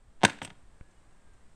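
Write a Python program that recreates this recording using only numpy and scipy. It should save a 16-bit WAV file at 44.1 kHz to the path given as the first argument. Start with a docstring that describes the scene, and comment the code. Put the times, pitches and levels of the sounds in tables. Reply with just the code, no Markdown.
"""Over quiet garden air and a light breeze on the microphone, a thrown rubber sandal lands on a wooden
board on a patio. Its edge knocks twice, exciting the board's modes, then the sole slaps flat and expels
air. It hops, lands again, skids and settles; a brick wall and the yard reflect each blow.
Then a faint distant tone sets in, a soft bump sounds close by, an insect ticks and a far bird chirps."""
import sys
import numpy as np
from scipy import signal
from scipy.fft import rfft, irfft
from scipy.io import wavfile

SR = 44100
rng = np.random.default_rng(int(sys.argv[2]) if len(sys.argv) > 2 else 0)


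def digitize_waveform(pressure):
    """Quantize a signal to 16-bit integers and store it at the path in sys.argv[1].

    Rows of a 2-D input are taken as channels; values are limited to [-1, 1].
    """
    field = np.atleast_2d(pressure).T
    bounded = np.clip(field, -1, 1)
    quanta = np.round(bounded * 32767).astype(np.int16)
    wavfile.write(sys.argv[1], SR, quanta)


N = 68355
T = np.arange(N) / SR
BAND_EDGES_HZ = 45 * 2 ** np.arange(0, 8.6, .5)  # half-octaves


def from_db(db):
    """Amplitude ratio of a level in decibels."""
    return 10 ** (np.asarray(db) / 20)

def rms_one(x):
    """Normalisation to unit rms."""
    return x / np.sqrt(np.mean(x ** 2) + 1e-20)

def at_hz(points, hz):
    """Interpolation of a table's columns over log frequency."""
    knots, *columns = np.transpose(points)
    return [np.interp(np.log(hz + 1e-3), np.log(knots), column) for column in columns]

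def convolve(x, response):
    """Convolution with an impulse response."""
    return signal.fftconvolve(x, response)[:N]

def butterworth(x, hz, kind, order=2):
    """Butterworth filtering: a maximally flat passband."""
    return signal.sosfilt(signal.butter(order, hz, kind, fs=SR, output="sos"), x + 1e-18)

def coloured(x, spectrum):
    """Minimum-phase filtering: folding the cepstrum makes the response causal."""
    size = 8192
    gain = from_db(at_hz(spectrum, np.arange(size // 2 + 1) * SR / size)[0])
    cepstrum = irfft(np.log(gain))
    cepstrum[1:size // 2] *= 2
    cepstrum[size // 2 + 1:] = 0
    return convolve(x, irfft(np.exp(rfft(cepstrum))))

def noise(spectrum):
    """Stationary filtered noise of unit rms."""
    return rms_one(coloured(rng.standard_normal(N), spectrum))

def swells(rows):
    """Superposed envelopes: square-root rise, then exponential decay with time constant `fall`."""
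    envelope = 0
    for start, rise, fall, db in rows:
        attack = np.sqrt(np.clip((T - start) / rise, 0, 1))
        envelope += from_db(db) * attack * np.exp(-np.maximum(T - start - rise, 0) / fall)
    return envelope

def contact_force(start, rise_ms):
    """Force pulse of a compliant contact: a quick rise to 1 and a slower fall."""
    age = np.maximum(T - start, 0) * 1000 / rise_ms
    return age * np.exp(1 - age)


# Spectrum of the garden air. Each row: frequency in Hz, relative density in dB.
AIR_SPECTRUM = [(60, -8.5), (110, -4.5), (230, -9.5), (550, -15), (1100, -17), (1400, -20), (1660, -20),
                (2000, -22.5), (2500, -26.5), (3500, -28.5), (4600, -32), (6400, -32.5), (8500, -25),
                (9600, -37), (11500, -45.5), (13500, -54.5)]

def garden_air(level_db=-64.5, early_db=-3.5, rise_s=.4):
    """Ambient noise: a broadband floor that rises slightly, then holds."""
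    return noise(AIR_SPECTRUM) * from_db(level_db + early_db * np.clip(1 - T / rise_s, 0, 1))

# Course of a distant tone. Each row: time in seconds, frequency in Hz, rms level in dB.
TONE_GLIDE = [(.7, 1660, -82.5), (.87, 1690, -76.5), (0.999, 1652, -89), (1.18, 1625, -78),
              (1.301, 1596, -75.5), (1.42, 1549, -85.5)]

def far_tone():
    """A faint gliding sinusoid, whose phase is the integral of its frequency."""
    times, hz, db = np.transpose(TONE_GLIDE)
    phase = 2 * np.pi * np.cumsum(np.interp(T, times, hz)) / SR
    return np.sqrt(2) * np.sin(phase) * np.interp(T, times, from_db(db), left=0, right=0)

def far_bird(hz=2920, start_s=.962, rise_s=.018, fall_s=.008, level_db=-72.5):
    """Amplitude modulation: one brief swell of a pure tone makes a chirp."""
    return np.sin(2 * np.pi * hz * T) * swells([(start_s, rise_s, fall_s, level_db)])

# Insect ticks. Each row: start, rise and fall in seconds, level in dB.
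TICKS = [(.908, .005, 0.00505, -71), (1.124, 0.00503, 0.00518, -75.5), (1.331, .005, .006, -71.5)]
# Their spectrum. Each row: frequency in Hz, relative level in dB.
TICK_SPECTRUM = [(1000, -34), (4500, -12), (6200, 3), (8500, 0), (12000, -21)]

def insect():
    """Transients: short bursts of high-frequency noise are heard as ticks."""
    return noise(TICK_SPECTRUM) * swells(TICKS)

# Puffs on the microphone. Each row: start, rise and fall in seconds, level in dB.
PUFFS = [(.05, .04, 0.018, -59), (.62, 0.018, .012, -56)]
# Spectra of the steady breeze and the puffs. Each row: frequency in Hz, relative level in dB.
BREEZE_SPECTRUM = [(8, 0.5), (20, -9.5), (40, -12.5), (80, -19), (160, -42.5), (600, -74)]
PUFF_SPECTRUM = [(25, -13.5), (58, -1.5), (110, -11), (300, -41.5), (2000, -75.5)]

def breeze(steady_db=-55):
    """Turbulence: pressure fluctuations at the microphone make a low rumble with two puffs."""
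    return from_db(steady_db) * noise(BREEZE_SPECTRUM) + noise(PUFF_SPECTRUM) * swells(PUFFS)

# Filter of the bump's tick. Each row: frequency in Hz, gain in dB.
BUMP_RESPONSE = [(60, -12), (300, -3), (550, -6), (1000, -12), (1550, 5), (1850, -3), (2250, 5.5),
                 (3000, -11), (6000, -23)]

def bump(start_s=.8105):
    """Pulse length sets bandwidth: a long pulse gives a soft, close bump, a short one its dull tick."""
    thump = from_db(-37) * contact_force(start_s, rise_ms=2)
    tick = from_db(-37.5) * coloured(contact_force(start_s, rise_ms=.095), BUMP_RESPONSE)
    return tick - thump

# Diffuse field of the yard. Each row: frequency in Hz, relative level in dB, 60 dB decay time in seconds.
YARD_DECAY = [(70, -16, .3), (156, -3.5, 0.36), (350, -2, .42), (700, -8.5, .35), (1500, 1, 0.27),
              (3000, -6, 0.52), (5000, -4.5, 0.3), (8500, -5.5, 0.37), (12063, -5, 0.24)]
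# Treble shaping of that field. Each row: frequency in Hz, gain in dB.
YARD_RESPONSE = [(7000, 2.5), (8600, 6), (9800, -5.5), (12500, -9.5)]

def yard_reverberation(x, gain_db=-18.5, build_s=.004):
    """Reverberation: in each band the blows' energy builds up and decays. Returns middle and side."""
    white, wash = rng.standard_normal((2, 2, N)), 0
    for k, band in enumerate(zip(BAND_EDGES_HZ, BAND_EDGES_HZ[1:])):
        db, t60 = at_hz(YARD_DECAY, np.sqrt(np.prod(band)))
        decay = (from_db(-60 * T / t60) * (1 - np.exp(-T / build_s))) ** 2
        energy = np.maximum(convolve(butterworth(x, band, "band") ** 2, decay / decay.sum()), 0)
        carrier = rms_one(butterworth(white[k % 2], band, "band"))
        wash += from_db(gain_db + db) * np.sqrt(energy) * carrier
    return [coloured(channel, YARD_RESPONSE) for channel in wash]

# Reflections from the walls. Each row: delay in seconds, gain in dB.
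REFLECTIONS = [(.0065, -19.5), (.015, -25.5), (.029, -28.5), (.0475, -22), (.053, -28), (0.081, -35.5),
               (.137, -37.5)]
# Filtering by the brickwork. Each row: frequency in Hz, gain in dB.
BRICK_RESPONSE = [(100, -7.5), (600, -5), (1500, 1), (3200, 0), (5000, -1.5), (10000, -4.5)]

def wall_echoes(x):
    """Early reflections: the brickwork returns delayed, weaker, slightly dull copies."""
    copies = sum(from_db(db) * np.interp(T - delay, T, x, left=0) for delay, db in REFLECTIONS)
    return coloured(copies, BRICK_RESPONSE)

# Skids on the board. Each row: start, rise and fall in seconds, level in dB.
SOLE_SKIDS = [(0.419, 0.012, 0.018, -43), (0.4475, 0.0029, 0.0036, -33)]
# Their spectrum. Each row: frequency in Hz, relative level in dB.
SKID_SPECTRUM = [(150, 16), (290, 12), (390, -10), (540, 6), (750, 2.5), (1200, -1), (2000, 2.5), (3200, 6),
                 (4400, -8.5), (6000, 0), (6900, -7), (8300, 7), (9600, -8), (12500, -22.5)]

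def skids():
    """Sliding friction: rubber hisses as it slips over the wood."""
    return noise(SKID_SPECTRUM) * swells(SOLE_SKIDS)

# Claps of the flat sole. Each row: start, rise and fall in seconds, level in dB.
SOLE_SLAPS = [(0.2392, .0005, 0.0027, -24), (0.2484, .002, 0.003, -10.5), (0.2522, .0004, .0012, -14),
              (0.4176, 0.00081, 0.00614, -45.5)]
# Their spectrum. Each row: frequency in Hz, relative level in dB.
SLAP_SPECTRUM = [(100, -20), (450, -5.5), (750, -5.5), (1020, 6), (1230, -13.5), (1500, 5), (1800, 0.5),
                 (2000, 0.5), (2650, 3.5), (3600, -1.5), (4100, -8), (6000, -6), (7600, -10), (8400, -2.5),
                 (9400, -16.5), (12500, -32)]

def slaps():
    """Air displacement: a burst of noise escapes from under the tread as it claps down."""
    envelope = swells(SOLE_SLAPS)
    bursts = coloured(rng.standard_normal(N) * envelope, SLAP_SPECTRUM)
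    return rms_one(bursts) * np.sqrt(np.mean(envelope ** 2))

# The board's short modes. Each row: frequency in Hz, relative density in dB, 60 dB decay time in seconds.
DENSE_MODES = [(150, -19.5, 0.02), (398.9, -8.5, 0.0601), (900, -5, 0.017), (1480, -2, 0.0223),
               (3220, 1.5, 0.013), (4621, -7, 0.041), (8420, -1, .016), (12140, -16.5, 0.017)]

def dense_modes(force, gain_db=-4.5):
    """Modal overlap: the board's many short modes respond like bands of decaying noise."""
    white, response = rng.standard_normal((2, N)), 0
    for k, (low, high) in enumerate(zip(BAND_EDGES_HZ, BAND_EDGES_HZ[1:])):
        db, t60 = at_hz(DENSE_MODES, np.sqrt(low * high))
        decay = from_db(-60 * T / t60) + 1e-12
        band = butterworth(white[k % 2] * decay, [low, high], "band")
        response += rms_one(band) * from_db(db) * np.sqrt(high - low)
    return from_db(gain_db) * convolve(force, response / np.linalg.norm(response))

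# The board's strongest modes. Each row: frequency in Hz, gain in dB, 60 dB decay time in seconds.
STRONG_MODES = [(102, -57, 0.13), (164, -56.5, .2), (197, -48, 0.051), (289.39, -56.5, 0.35),
                (340.7, -59, 0.18), (407.9, -57.5, 0.15), (537.5, -51, 0.15), (717, -58, 0.019),
                (690, -52.5, .06), (832, -53.5, 0.034), (980, -51.5, 0.061), (950, -47, 0.15),
                (1435, -54.5, 0.35), (2570, -54, 0.063)]

def strong_modes(force):
    """Resonance: each mode of the board is a damped oscillator driven by the force."""
    ringing = 0
    for hz, db, t60 in STRONG_MODES:
        radius, angle = from_db(-60 / (t60 * SR)), 2 * np.pi * hz / SR
        feedback = [1, -2 * radius * np.cos(angle), radius ** 2]
        ringing += from_db(db) * signal.lfilter([0, np.sin(angle)], feedback, force + 1e-18)
    return ringing

# Contacts of sandal and board. Each row: start in seconds, force level in dB, rise time in milliseconds,
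# coupling to the modes in dB, treble cutoff in Hz.
CONTACTS = [(0.2102, -38.5, 0.029, -24, 5000), (0.2173, -30, 0.057, -9, 6040),
            (0.2252, -28, 0.04, -7.5, 6040), (0.2338, -6.5, .07, -13.5, 7000),
            (0.2367, -8.5, 0.02, -4.5, 9000), (0.2392, -4.5, 0.21, -1.5, 10000),
            (0.2479, -15.5, 0.6, 4.5, 9000), (0.2526, -15.5, .06, -15, 9000),
            (0.4172, -23.5, 0.069, 7.5, 4500), (0.4207, -26.5, 0.072, -10, 4500),
            (0.4242, -38, 0.87, 14, 2000), (0.4761, -30, 0.029, 1, 4007), (0.4809, -42, 0.61, 4, 3005),
            (0.5028, -31.5, 0.027, 7, 3700), (0.5063, -38, 0.017, -6, 3695), (0.5118, -48.5, 1, 12, 2000)]
# Radiation of the thud. Each row: frequency in Hz, gain in dB.
THUD_RESPONSE = [(30, -22), (65, -14), (100, -3), (200, 3.5), (450, -1.5), (950, 10.5), (1250, -9.5),
                 (1600, 2.5), (2000, -2), (3300, 4.5), (4600, -3.5), (7000, -3), (8400, 5), (10000, -7.5),
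                 (13000, -19.5)]

def knocks():
    """Impact excitation: each contact, rounded off by soft rubber, radiates a thud and rings the board."""
    total_force, drive = 0, 0
    for start, db, rise_ms, coupling_db, cutoff_hz in CONTACTS:
        force = from_db(db) * butterworth(contact_force(start, rise_ms), cutoff_hz, "low")
        total_force += force
        drive += from_db(coupling_db) * force
    return strong_modes(drive) + dense_modes(drive) - coloured(total_force, THUD_RESPONSE)


def scene(bass_cut_hz=110, width_db=-33.5):
    """Superposition: all sources lie straight ahead; only the reflections have a trace of width."""
    # Acoustic short circuit: at low frequencies air slips round the board and little is radiated.
    sandal = butterworth(knocks() + slaps() + skids(), bass_cut_hz, "high", order=4)
    echoes = wall_echoes(sandal)
    wash, wash_side = yard_reverberation(sandal)
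    garden = garden_air() + far_tone() + far_bird() + breeze() + insect()
    middle = garden + bump() + wash + echoes + sandal
    side = from_db(width_db) * (wash_side + echoes)
    return np.array([middle + side, middle - side])

def record(dry, cutoff_hz=13200):
    """Band limiting: a steep elliptic low-pass removes the highest treble."""
    return signal.sosfilt(signal.ellip(10, .1, 70, cutoff_hz, fs=SR, output="sos"), dry)


dry = scene()
out = record(dry)
digitize_waveform(out)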